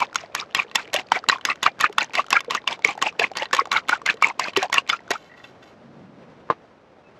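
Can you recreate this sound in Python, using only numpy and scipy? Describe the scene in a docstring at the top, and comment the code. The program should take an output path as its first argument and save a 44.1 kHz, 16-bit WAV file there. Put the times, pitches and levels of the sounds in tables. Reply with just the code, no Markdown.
"""Quick ticks and wet scrapes: a table knife beats eggs in a hand-held enamel bowl, six strokes a second.
Ticks ring the metal, the dragging blade sticks and slips, and air pockets in the egg gulp and pop as sines.
Then the knife is laid down, slides and settles on the rim, and the bowl is set on a board with a knock and a crunch.
Outdoors behind it, shaped noise makes wind in far trees and a low rumble; a faint sine is a bird's peep.
"""
import sys
import numpy as np
from scipy import signal
from scipy.fft import rfft, irfft, next_fast_len
from scipy.io import wavfile

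SR = 44100
rng = np.random.default_rng(int(sys.argv[2]) if len(sys.argv) > 2 else 0)


def invert_db(x):
    """Field ratio 10**(x/20) for x, a level in decibels (scalar or array-like)."""
    u = np.asarray(x, float) / 20
    return 10 ** u


def generate_wav(signal):
    """Clip the signal to [-1, 1] and save it as 16-bit WAV at the path in sys.argv[1]."""
    frames = np.transpose(np.atleast_2d(signal))
    scaled = np.clip(frames, -1, 1) * 32767
    pcm = np.round(scaled).astype(np.int16)
    wavfile.write(sys.argv[1], SR, pcm)


N = 317079   # length of the scene in samples


def rms_one(x):
    """Scale to unit rms (average strength)."""
    return x / np.sqrt(np.mean(x ** 2) + 1e-20)


def curve_db(rows):
    """Turn rows of (time [s], level [dB]) into a gain per sample, silent outside them."""
    s, db = np.transpose(rows)
    return invert_db(np.interp(np.arange(N) / SR, s, db, left=-200, right=-200))


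def ring(clicks, hz, t60):
    """Each unit click starts a sine near height 1 that falls by 60 dB in t60 seconds."""
    r = invert_db(-60 / (t60 * SR))
    w = 2 * np.pi * hz / SR
    return signal.lfilter([0, np.sin(w)], [1, -2 * r * np.cos(w), r * r], clicks + 1e-18)


def dying_clicks(clicks, t60):
    """Each click becomes a sudden start that falls by 60 dB in t60 seconds."""
    return signal.lfilter([1], [1, -invert_db(-60 / (t60 * SR))], clicks)


def colour(x, spectrum):
    """Shape noise to rows of (frequency [Hz], level [dB per Hz]), then scale to unit rms."""
    size = next_fast_len(N)
    hz, db = np.transpose(spectrum)
    axis = np.log(np.fft.rfftfreq(size, 1 / SR) + 1)
    gain = invert_db(np.interp(axis, np.log(hz), db))
    return rms_one(irfft(rfft(x, size) * gain, size)[:N])


def grains(per_s, spread_db):
    """Random clicks of uneven size and sign."""
    sizes = invert_db(spread_db * np.minimum(rng.exponential(1, N), 5)) * rng.choice([-1, 1], N)
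    return sizes * (rng.random(N) < per_s / SR)


def passed(x, hz, kind, order=2):
    """Butterworth filter: keep only low, high or middle frequencies."""
    return signal.sosfilt(signal.butter(order, hz, kind, fs=SR, output="sos"), x)


# blade touching the bowl; the faintest rows are small pops in the egg:
# (time [s], level [dB], treble [dB])
TICKS = [(0.0027, -17, -9), (0.1455, -28, 0), (0.1572, -15, -1.5), (0.3501, -15, 2), (0.548, -10, -3),
         (0.7134, -29.5, -21), (0.7501, -22.5, -7), (0.7562, -5, -3), (0.9322, -19, -3.5),
         (0.941, -11.5, -0.5), (0.9498, -18, -4.5), (0.9631, -15, -11), (1.1192, -13.5, -3.5),
         (1.24, -34, -11), (1.2876, -9, -2.5), (1.2967, -6.5, -23), (1.411, -25, -35), (1.4511, -8, -4),
         (1.4664, -30.5, -7), (1.5568, -32.5, -12), (1.6295, -12, -4.5), (1.6389, -18, -11),
         (1.7918, -27, -16.5), (1.8003, -25.5, -8), (1.809, -11, -2.5), (1.9267, -32, -4),
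         (1.9827, -9.5, -6), (2.1346, -22.5, -14.5), (2.1525, -11.5, -11), (2.2649, -30.5, -11),
         (2.305, -20, 4.5), (2.3282, -8, -6.5), (2.4053, -18.5, -5), (2.446, -30, -17),
         (2.5078, -12.5, -5.5), (2.5488, -21, 2), (2.6755, -11, -12.5), (2.8472, -11.5, -2),
         (2.9766, -32, -11), (3.0166, -15.5, -17), (3.024, -10.5, -5), (3.1951, -10.5, -5),
         (3.3533, -23, -38.5), (3.3705, -10.5, -5), (3.4555, -25, -30), (3.5305, -11, -8),
         (3.5372, -13, -6.5), (3.5482, -12, -5), (3.5661, -15.5, -9), (3.655, -25, -18.5),
         (3.7164, -10, -17), (3.7267, -14.5, -5), (3.877, -30, -28.5), (3.8846, -17.5, -12),
         (3.8927, -9, -7), (3.909, -26.5, -8.5), (4.0617, -13, -3.5), (4.0732, -24, -26.5),
         (4.1407, -33.5, -5), (4.1703, -30, -32), (4.213, -28, -27), (4.2237, -14, -5.5),
         (4.3955, -13.5, -1.5), (4.534, -25, -36), (4.564, -12, -23), (4.5717, -14.5, -0.5),
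         (4.6282, -15, -5), (4.7276, -8.5, -11.5), (4.7418, -11.5, -2.5), (4.7813, -15, -32.5),
         (4.876, -26.5, -19.5), (4.893, -11, -11.5), (4.8985, -7.5, -20.5), (4.9657, -33.5, -25.5),
         (5.106, -12, -7.5), (5.1137, -12.5, -8)]
# ringing modes of the bowl and blade, damped by egg: (frequency [Hz], level [dB], ring time t60 [s])
BOWL = [(244, -24, 0.031), (846, -12, 0.02524), (1100, -1.5, 0.025), (1500, -4, 0.012), (1899, -7, .04),
        (2189, -6, 0.026), (2710, -5, 0.022), (3053, -6, 0.021), (3514, -8, 0.036), (3988, -7, 0.019),
        (4634, -12, 0.024), (5050, -27, 0.13), (5564, -14, 0.025), (6536, -12.5, 0.019), (7246, -16, .02),
        (8090, -28.5, .02), (11280, -10, 0.0055)]
SKID_MS, SKID_DB = 3.0, -4.0   # time range and relative level of a second, weaker click after each tick
SNAP_DB = 3.0   # bare click, before filtering


def ticks():
    """Blade touches, and faint egg pops made alike: each rings every mode with its own luck, a snap and a crack."""
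    s, peak_db, treble_db = np.transpose(TICKS)
    at = np.round(s * SR).astype(int)
    luck = rng.normal(0, 1, (len(s), len(BOWL)))
    skid = at + 8 + (SKID_MS / 1000 * SR * rng.random(len(s))).astype(int)   # a touching blade skids
    ringing = np.zeros(N)
    for k, (hz, level_db, t60) in enumerate(BOWL):
        clicks = np.zeros(N)
        firm_db = 12.0 * t60 * (peak_db + 9)      # firm blows favour the long-ringing modes
        blow_db = peak_db + level_db - 7.0 + firm_db + (treble_db + 9.0) * (hz > 5300)
        clicks[at] = invert_db(blow_db + 5.56 * luck[:, k]) * (-1) ** k
        # another mode's luck makes the second click differ from the first
        clicks[skid] += invert_db(blow_db + SKID_DB + 6.4 * luck[:, k - 5]) * (-1) ** (k // 2)
        ringing += ring(clicks, hz, t60)
    knocks = np.zeros(N)
    knocks[at] = invert_db(peak_db + .5 * treble_db)
    crack = passed(dying_clicks(knocks, 0.015) * rng.standard_normal(N), [900, 9000], "band")
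    snap = passed(passed(knocks, 2500, "high"), 7500, "low")
    return ringing + invert_db(SNAP_DB) * snap + invert_db(1.35) * crack


# strokes across the bowl:
# (start [s], firmest moment [s], level at that moment [dB], lift-off [s], lower furrow resonance [Hz])
STROKES = [(0.0, 0.025, -23.5, 0.049, 1010), (0.149, 0.196, -43, 0.26, 1310),
           (0.345, 0.4, -31.5, 0.431, 1200), (0.546, 0.601, -24, 0.6316, 1200),
           (0.747, 0.794, -33, 0.838, 1280), (0.93, 0.998, -25, 1.0115, 740),
           (1.115, 1.165, -21.5, 1.1835, 1590), (1.284, 1.325, -26, 1.362, 1160),
           (1.45, 1.5, -22.5, 1.525, 1390), (1.625, 1.663, -20, 1.685, 1040),
           (1.799, 1.85, -19.5, 1.864, 1260), (1.98, 2.02, -25, 2.053, 910),
           (2.137, 2.188, -22, 2.218, 1100), (2.306, 2.366, -21.5, 2.39, 1730),
           (2.499, 2.552, -25, 2.58, 1020), (2.671, 2.726, -27, 2.752, 1060),
           (2.842, 2.891, -23.5, 2.929, 1155), (3.014, 3.069, -24, 3.095, 810),
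           (3.191, 3.228, -20.5, 3.27, 1060), (3.361, 3.427, -25.5, 3.449, 920),
           (3.528, 3.589, -25, 3.618, 1060), (3.713, 3.765, -19, 3.797, 1460),
           (3.889, 3.931, -24.5, 3.963, 1510), (4.056, 4.104, -19.5, 4.125, 1500),
           (4.22, 4.25, -23, 4.31, 940), (4.391, 4.484, -26.5, 4.498, 710),
           (4.559, 4.632, -25, 4.659, 1740), (4.723, 4.782, -20.5, 4.801, 1040),
           (4.887, 4.929, -29.5, 4.96, 1270), (5.103, 5.138, -31, 5.161, 755)]
USUAL_FIRM_DB = -24   # firmest pressure of a usual stroke
DRAG_DB, DRAG_FOLLOWS = -33, 0.59   # usual pressure before bearing down; share of a stroke's extra force
EASE_DB_PER_S, EASE_START_DB = 150.5, -5.5   # pressure falls after the firmest moment
LAND_S, BEAR_S, LEAVE_S = .006, .016, .025   # landing, bearing down, leaving the egg


def pressure():
    """Blade pressure: lands, eases, bears down mid-bowl, lifts off."""
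    rows = []
    for start, firm, firm_db, lift, hz in STROKES:
        drag_db = DRAG_DB + DRAG_FOLLOWS * (firm_db - USUAL_FIRM_DB)
        last_db = firm_db + EASE_START_DB - EASE_DB_PER_S * (lift - firm)
        rows += [(start - LAND_S, -85), (start + .002, drag_db + 4.5)]
        rows += [(firm - BEAR_S, drag_db), (firm, firm_db)]
        rows += [(max(lift - .012, firm + .002), last_db)]
        rows += [(lift + 0.0073, last_db - 16), (lift + LEAVE_S, -85)]
    return curve_db(sorted(rows))


def stick_slip(press, slide):
    """A rubbing blade sticks and slips in many tiny jerks, which ring the bowl's modes."""
    slips = rms_one(grains(3000, spread_db=4.0)) * (invert_db(-5.5) * press + invert_db(9.5) * slide)
    rubbed = np.zeros(N)
    for hz, level_db, t60 in BOWL:
        rubbed += invert_db(level_db) * ring(slips, hz, t60) * np.sqrt(1 / t60 / SR)
    return rubbed


# colour of the drag: (frequency [Hz], level [dB per Hz])
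DRAG = [(300, -36), (900, -11), (2400, -8), (4000, -14.5), (7200, -22), (11500, -35.5), (16000, -69)]


def drag_hiss(press, slide):
    """Grainy noise of scraping; it grows slower than the pressure."""
    hiss = press ** 0.55 * colour(grains(4000, spread_db=4.0), DRAG)
    rim_grit = rms_one(passed(grains(1500, spread_db=5.0), [1200, 6500], "band"))
    return hiss + invert_db(14.5) * slide * rim_grit


def splats(press):
    """Wet crackle under the blade: tiny pockets of every size burst and ring a few dozen cycles."""
    bursts = grains(1000, spread_db=5.0)
    dealt = rng.integers(0, 28, N)   # deals each burst to one of 28 pitches
    out = np.zeros(N)
    drag_hz, drag_db = np.transpose(DRAG)
    for k, hz in enumerate(np.geomspace(600, 8200, 28)):
        level_db = np.interp(np.log(hz), np.log(drag_hz), drag_db) + 20 * np.log10(hz / 1000)
        out += invert_db(level_db) * ring(bursts * (dealt == k), hz, 40.0 / hz)
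    return press ** 0.71 * rms_one(out)


FURROW_TOP_HZ, FURROW_SCATTER = 2429, .09   # upper resonance and its relative change between strokes


def furrow(press):
    """Egg sloshes in the furrow behind the blade: lumpy noise in two resonances that differ with each stroke."""
    out = np.zeros(N)
    lumps = press * rms_one(grains(3000, spread_db=4.5))
    for (start, firm, firm_db, lift, low_hz), luck in zip(STROKES, rng.normal(0, 1, len(STROKES))):
        high_hz = FURROW_TOP_HZ * (1 + FURROW_SCATTER * luck)
        span = slice(max(round(start * SR), 0), round((lift + .03) * SR))
        for hz, level_db, t60 in ((low_hz, -4.0, .018), (high_hz, -1.5, .011)):
            even = np.sqrt(6 * np.log(10) / t60 / SR)   # evens out long and short ringing
            out[span] += invert_db(level_db) * even * ring(lumps[span], hz, t60)
    return out


# loud air pockets closing in the egg; the last two rows are the knife ringing as it is laid down:
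# (time of peak [s], level [dB], frequency [Hz], ring time t60 [ms])
GULPS = [(0.02, -8.5, 973, 25), (0.021, -17, 2294, 38), (0.158, -13, 1355, 14), (0.554, -18.5, 3170, 49),
         (0.599, -13, 2393, 15), (0.754, -18, 2150, 8), (0.946, -13.5, 598, 37), (0.963, -12, 2860, 25),
         (0.964, -15.5, 1590, 15), (1.12, -9, 912, 21), (1.159, -18, 2300, 47), (1.241, -21, 1250, 12),
         (1.289, -12.5, 1280, 29), (1.33, -9.5, 1120, 17), (1.49, -16, 1180, 18), (1.501, -17.5, 2630, 64),
         (1.662, -17.5, 2303, 80), (1.665, -7.5, 1160, 15), (1.836, -13, 1700, 47), (1.843, -8, 1205, 39),
         (1.846, -15.5, 2334, 20), (1.9, -28.5, 412, 45), (1.983, -11, 1330, 8.2), (2.022, -17, 2293, 28),
         (2.185, -19, 2020, 20), (2.196, -7.5, 1134, 32), (2.33, -12.5, 2540, 25), (2.331, -13.5, 1080, 24),
         (2.357, -13.5, 1622, 84), (2.367, -10.5, 2286, 22), (2.371, -7.5, 1377, 27),
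         (2.485, -22.5, 478, 37), (2.551, -10.5, 1166, 22), (2.676, -8.5, 2800, 15),
         (2.848, -5.5, 2197, 19), (2.854, -19.5, 440, 38), (2.979, -21, 804, 13), (3.067, -17, 2680, 15),
         (3.072, -17, 862, 37), (3.196, -9.5, 2610, 15), (3.196, -15, 447, 39.3), (3.223, -13, 1720, 23),
         (3.241, -15, 2250, 20), (3.425, -14.5, 562, 15), (3.533, -11.5, 1742, 49), (3.539, -20, 520, 50),
         (3.592, -8.5, 1080, 49), (3.619, -26, 472, 44), (3.728, -18.5, 1126, 80), (3.764, -11, 1465, 20),
         (3.766, -14, 2140, 30), (3.892, -11, 1276, 24), (3.929, -5.5, 1495, 19), (4.063, -12, 2054, 22),
         (4.092, -11.5, 1760, 15), (4.142, -27, 450, 40), (4.225, -12.5, 1236, 46),
         (4.226, -13.5, 2300, 80), (4.237, -14, 2740, 13), (4.245, -5.5, 2180, 23),
         (4.396, -16.5, 1026, 36), (4.573, -10.5, 386, 67), (4.627, -14, 744, 49), (4.743, -11.5, 1370, 20),
         (4.761, -14.5, 1840, 26), (4.781, -13, 1100, 36), (4.782, -7, 2770, 31), (4.931, -16, 1366, 67),
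         (5.108, -20, 686, 63), (5.108, -19, 394, 37)]
# time to swell by 12 dB for rows close to a tick, or for the others; how near a tick must be
SLAPPED_MS, FOLDED_MS, SLAP_REACH_S = 1.0, 3.5, .012
SMALL_GULP_DB, SMALL_GULP_SPREAD_DB = 3, 2.5   # loudest, over the stroke's level; half the range below it
SMALL_SWELL_MS, SMALL_T60_MS = 10.0, 41.6   # middle swell time; ring time
SMALL_LOW_HZ, SMALL_HIGH_HZ = 700.4, 2800


def gulps_and_knife_rings():
    """List the loud pockets, the knife's two rings, and two small pockets at random in every stroke."""
    tick_s = np.array(TICKS)[:, 0]
    rows = []   # (time [s], level [dB], frequency [Hz], swell time [ms], ring time t60 [ms])
    for s, db, hz, t60_ms in GULPS:
        slapped = np.any(abs(s - tick_s) < SLAP_REACH_S)
        rows.append((s, db, hz, SLAPPED_MS if slapped else FOLDED_MS, t60_ms))
    for (start, firm, firm_db, lift, hz), luck in zip(STROKES, rng.random((len(STROKES), 2, 4))):
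        for when, size, loud, slow in luck:
            s = start + .025 + (lift - start - .025) * when
            db = firm_db + SMALL_GULP_DB - 2 * SMALL_GULP_SPREAD_DB * loud
            small_hz = SMALL_LOW_HZ * (SMALL_HIGH_HZ / SMALL_LOW_HZ) ** size
            rows.append((s, db, small_hz, SMALL_SWELL_MS * (.5 + slow), SMALL_T60_MS))
    return rows


GULP_WAVER, GULP_FLUTTER_DB = .05, 3.5   # base depth of the relative pitch wobble; level flutter


def swell_and_ring():
    """A pocket swells, rings down, rises in pitch as it shrinks and wavers; the knife's two rings are made alike."""
    rows = gulps_and_knife_rings()
    out = np.zeros(N + SR)
    luck = rng.random((len(rows), 2))
    waver = rms_one(passed(rng.standard_normal(N + SR), 180, "low"))   # the moving egg
    for (s, peak_db, hz, swell_ms, t60_ms), (turn, lean) in zip(rows, luck):
        lead = int(swell_ms * SR / 400)
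        tail = int(t60_ms * SR / 1000)
        i = max(round(s * SR) - lead, 0)
        t = (np.arange(i, i + lead + tail) - round(s * SR)) / SR   # zero at the peak
        span = slice(i, i + len(t))
        shape = invert_db(np.where(t < 0, 12 * t / (swell_ms / 1000), -60 * t / (t60_ms / 1000)))
        wobble = GULP_WAVER * np.clip(swell_ms / 6, .3, 2) * waver[span]
        pitch = hz * (1 + 2.0 * lean * np.maximum(t, 0) + wobble)
        level = invert_db(peak_db + GULP_FLUTTER_DB * waver[i + 900:i + 900 + len(t)])
        out[span] += level * shape * np.sin(2 * np.pi * (turn + np.cumsum(pitch) / SR))
    return out[:N]


# bubbles popping between strokes: (time [s], level [dB], frequency [Hz])
POPS = [(.129, -30.5, 1380), (.51, -38, 2840), (.69, -43, 1170), (0.854, -36, 2350), (.877, -32, 2200),
        (1.07, -40, 4500), (1.087, -38, 2520), (1.384, -29, 1460), (1.896, -32, 816), (2.096, -35.5, 880),
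        (2.243, -31.5, 1330), (2.284, -32, 1310), (2.792, -31.5, 875), (2.822, -32, 2180),
        (2.952, -30.5, 816), (2.991, -31.5, 1850), (3.126, -36, 1143), (3.316, -25, 740),
        (3.336, -36, 2830), (3.511, -26.5, 1500), (3.656, -28.5, 1140), (3.672, -29, 748),
        (4.017, -26.5, 1100), (4.699, -23.5, 953), (5.005, -39, 897), (5.079, -33, 1450)]


def froth():
    """Bubbles pop with a snap of noise and a short rising ring; fainter ones ring at random times."""
    faint = grains(160, spread_db=4.0) * (np.arange(N) < 5.15 * SR)
    dealt = rng.integers(0, 12, N)   # deals each faint bubble to one of 12 pitches
    pitches = np.geomspace(450, 4500, 12)
    out = invert_db(-48) * sum(ring(faint * (dealt == k), hz, 21.0 / hz) for k, hz in enumerate(pitches))
    snaps = np.zeros(N)
    t = np.arange(SR // 20) / SR
    for s, peak_db, hz in POPS:
        i = round(s * SR)
        level = invert_db(peak_db + 0.5 - 60 * t * hz / 23.0)
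        out[i:i + len(t)] += level * np.sin(2 * np.pi * hz * t * (1 + 3.0 * t))
        snaps[i] = invert_db(peak_db - 6.0)
    return out + passed(dying_clicks(snaps, .012) * rng.standard_normal(N), [1000, 6500], "band")


# blade sliding along the rim as the hand lets go: (time [s], level [dB])
SLIDES = [(5.175, -50), (5.225, -57), (5.26, -57), (5.379, -54), (5.445, -49.5), (5.49, -63), (5.63, -54),
          (5.68, -55.5)]
SLIDE_RISE_DB_PER_S, SLIDE_FALL_DB_PER_S = 700, 280


def sliding():
    """Strength of the slides: each starts quickly and fades more slowly."""
    t = np.arange(N) / SR
    out = np.zeros(N)
    for s, db in SLIDES:
        out += invert_db(db - np.maximum(SLIDE_RISE_DB_PER_S * (s - t), SLIDE_FALL_DB_PER_S * (t - s)))
    return out


# knife shifting on the rim: (time [s], level [dB], looseness [dB]: how far other modes join the main one)
SETTLING = [(5.295, -46, -15), (5.315, -39.5, -15), (5.339, -41, -15), (5.376, -42.5, -6),
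            (5.397, -39.5, -12), (5.441, -40.5, 5.5), (5.625, -51.5, 5)]
# ringing modes of the knife, main one first: (frequency [Hz], level [dB], ring time t60 [s])
KNIFE = [(1940, -0.5, 0.04), (1510, 1, 0.022), (2670, -0.5, .025), (3445, -5.5, 0.02)]
CHINK_T60_S = 0.044   # length of the grating contact


def knife_on_rim():
    """The knife chinks on the rim: a short grating contact rings its modes."""
    out = np.zeros(N)
    s, peak_db, loose_db = np.transpose(SETTLING)
    grit = rng.standard_normal(N)
    for k, (hz, level_db, t60) in enumerate(KNIFE):
        chinks = np.zeros(N)
        chinks[np.round(s * SR).astype(int)] = invert_db(peak_db + level_db + loose_db * (k > 0))
        grating = dying_clicks(chinks + 1e-18, CHINK_T60_S) * grit
        out += invert_db(-19.0) * ring(grating, hz, t60)
    return out


# bowl touching the board and rocking: (time [s], level [dB])
SET_DOWN = [(6.49, -37), (6.5006, -13), (6.5024, -9), (6.509, -18), (6.524, -27.5)]
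# ringing modes of the knock: (frequency [Hz], level [dB], ring time t60 [s])
BOARD = [(479.6, -13, 0.047), (659.6, -15, 0.032), (880, -6.5, 0.029), (1044, -3, 0.033), (1160, -4, 0.031),
         (1426, -16.5, 0.042), (1629, -29, 0.04), (2100, -37, 0.033), (2500, -31, 0.03), (2960, -34, 0.025),
         (3730, -27, 0.0244)]


def bowl_on_board():
    """The bowl knocks softly on the board, ringing its modes, and crunches as it rocks."""
    s, peak_db = np.transpose(SET_DOWN)
    at = [round(moment * SR) for moment in s]
    luck = rng.normal(0, 1, (len(s), len(BOARD)))
    knock, blows = np.zeros(N), np.zeros(N)
    for k, (hz, level_db, t60) in enumerate(BOARD):
        clicks = np.zeros(N)
        clicks[at] = invert_db(peak_db + level_db + 1.7 * luck[:, k])
        knock += ring(clicks, hz, t60)
    blows[at] = invert_db(peak_db)
    grit = dying_clicks(blows, .07) * rng.standard_normal(N)
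    crunch = passed(passed(grit, [300, 1500], "band", order=1), 3510, "low")
    return passed(knock, 2500, "low") + invert_db(-11.0) * crunch


# strength of the wind: (time [s], level [dB])
WIND = [(0, -51), (5.2, -51), (5.6, -50.5), (6.08, -49.5), (6.4, -50), (6.8, -53.5), (7.19, -50.5)]
# colour of the wind in the trees: (frequency [Hz], level [dB per Hz])
TREES = [(15, -60), (25, -34), (74, -14), (219, -8.5), (301, -9.5), (584, -8.5), (940, -15), (1190, -16.5),
         (2140, -24), (5690, -38), (14000, -69.5)]


def wind():
    """Wind in the trees: coloured noise with a slow flutter."""
    flutter = invert_db(1.2 * rms_one(passed(rng.standard_normal(N), 9, "low", order=1)))
    return invert_db(0.5) * curve_db(WIND) * flutter * colour(rng.standard_normal(N), TREES)


# a low rumble swells and fades: (time [s], level [dB])
RUMBLE = [(5.6, -68), (5.9, -49), (6.2, -49), (6.6, -64.5)]


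def rumble():
    """Low rumble: a narrow band of noise."""
    return curve_db(RUMBLE) * rms_one(passed(rng.standard_normal(N), [130, 280], "band"))


# the bird's peep swells and fades: (time [s], level [dB])
PEEP = [(7.02, -79), (7.07, -54.5), (7.13, -80)]


def peep():
    """One thin peep: a plain sine at 2610 Hz."""
    return curve_db(PEEP) * np.sin(2 * np.pi * 2610 * np.arange(N) / SR)


def housing(near):
    """The microphone housing cancels a band near 9 kHz, then the treble is rounded off."""
    r = np.exp(-np.pi * 2500 / SR)
    w = 2 * np.pi * 9100 / SR
    dip = [1, -2 * 1.012 * np.cos(w), 1.021 ** 2]
    near = signal.lfilter(dip, [1, -2 * r * np.cos(w), r * r], near)
    return passed(near, 7430, "low")


def two_ports(mid):
    """Two microphone ports hear alike except in the treble, which flickers, and their own hiss and stirring air."""
    scatter = rms_one(passed(rng.standard_normal(N), 250, "low"))
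    high = passed(mid, 12000, "high", order=4)
    side = invert_db(0.5) * high * scatter - invert_db(-17) * passed(mid, 9500, "high")
    hiss = invert_db(-100) * passed(rng.standard_normal((2, N)), [9000, 14000], "band")
    buffet = invert_db(-88.0) * rms_one(passed(rng.standard_normal((2, N)), 70, "low"))
    return mid + side * [[1], [-1]] + hiss + buffet


def scene():
    """Add the near sources and the background, heard through two ports."""
    press = pressure()
    slide = sliding()
    near = ticks() + stick_slip(press, slide) + invert_db(-22.0) * drag_hiss(press, slide)
    near += invert_db(-12.0) * splats(press) + furrow(press)
    near += swell_and_ring() + froth() + knife_on_rim() + bowl_on_board()
    mid = housing(passed(near, 150, "high")) + wind() + rumble() + peep()
    return two_ports(mid)


def top_cut(x):
    """Nothing passes above the cut-off."""
    return signal.sosfilt(signal.butter(12, 16510, fs=SR, output="sos"), x)


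def record(dry):
    """Cut the deepest bass and round off the loudest peaks."""
    x = passed(dry, 32, "high", order=1)
    mix = 1.281 * np.tanh(x / 1.333)
    return top_cut(mix)


dry = scene()
out = record(dry)
generate_wav(out)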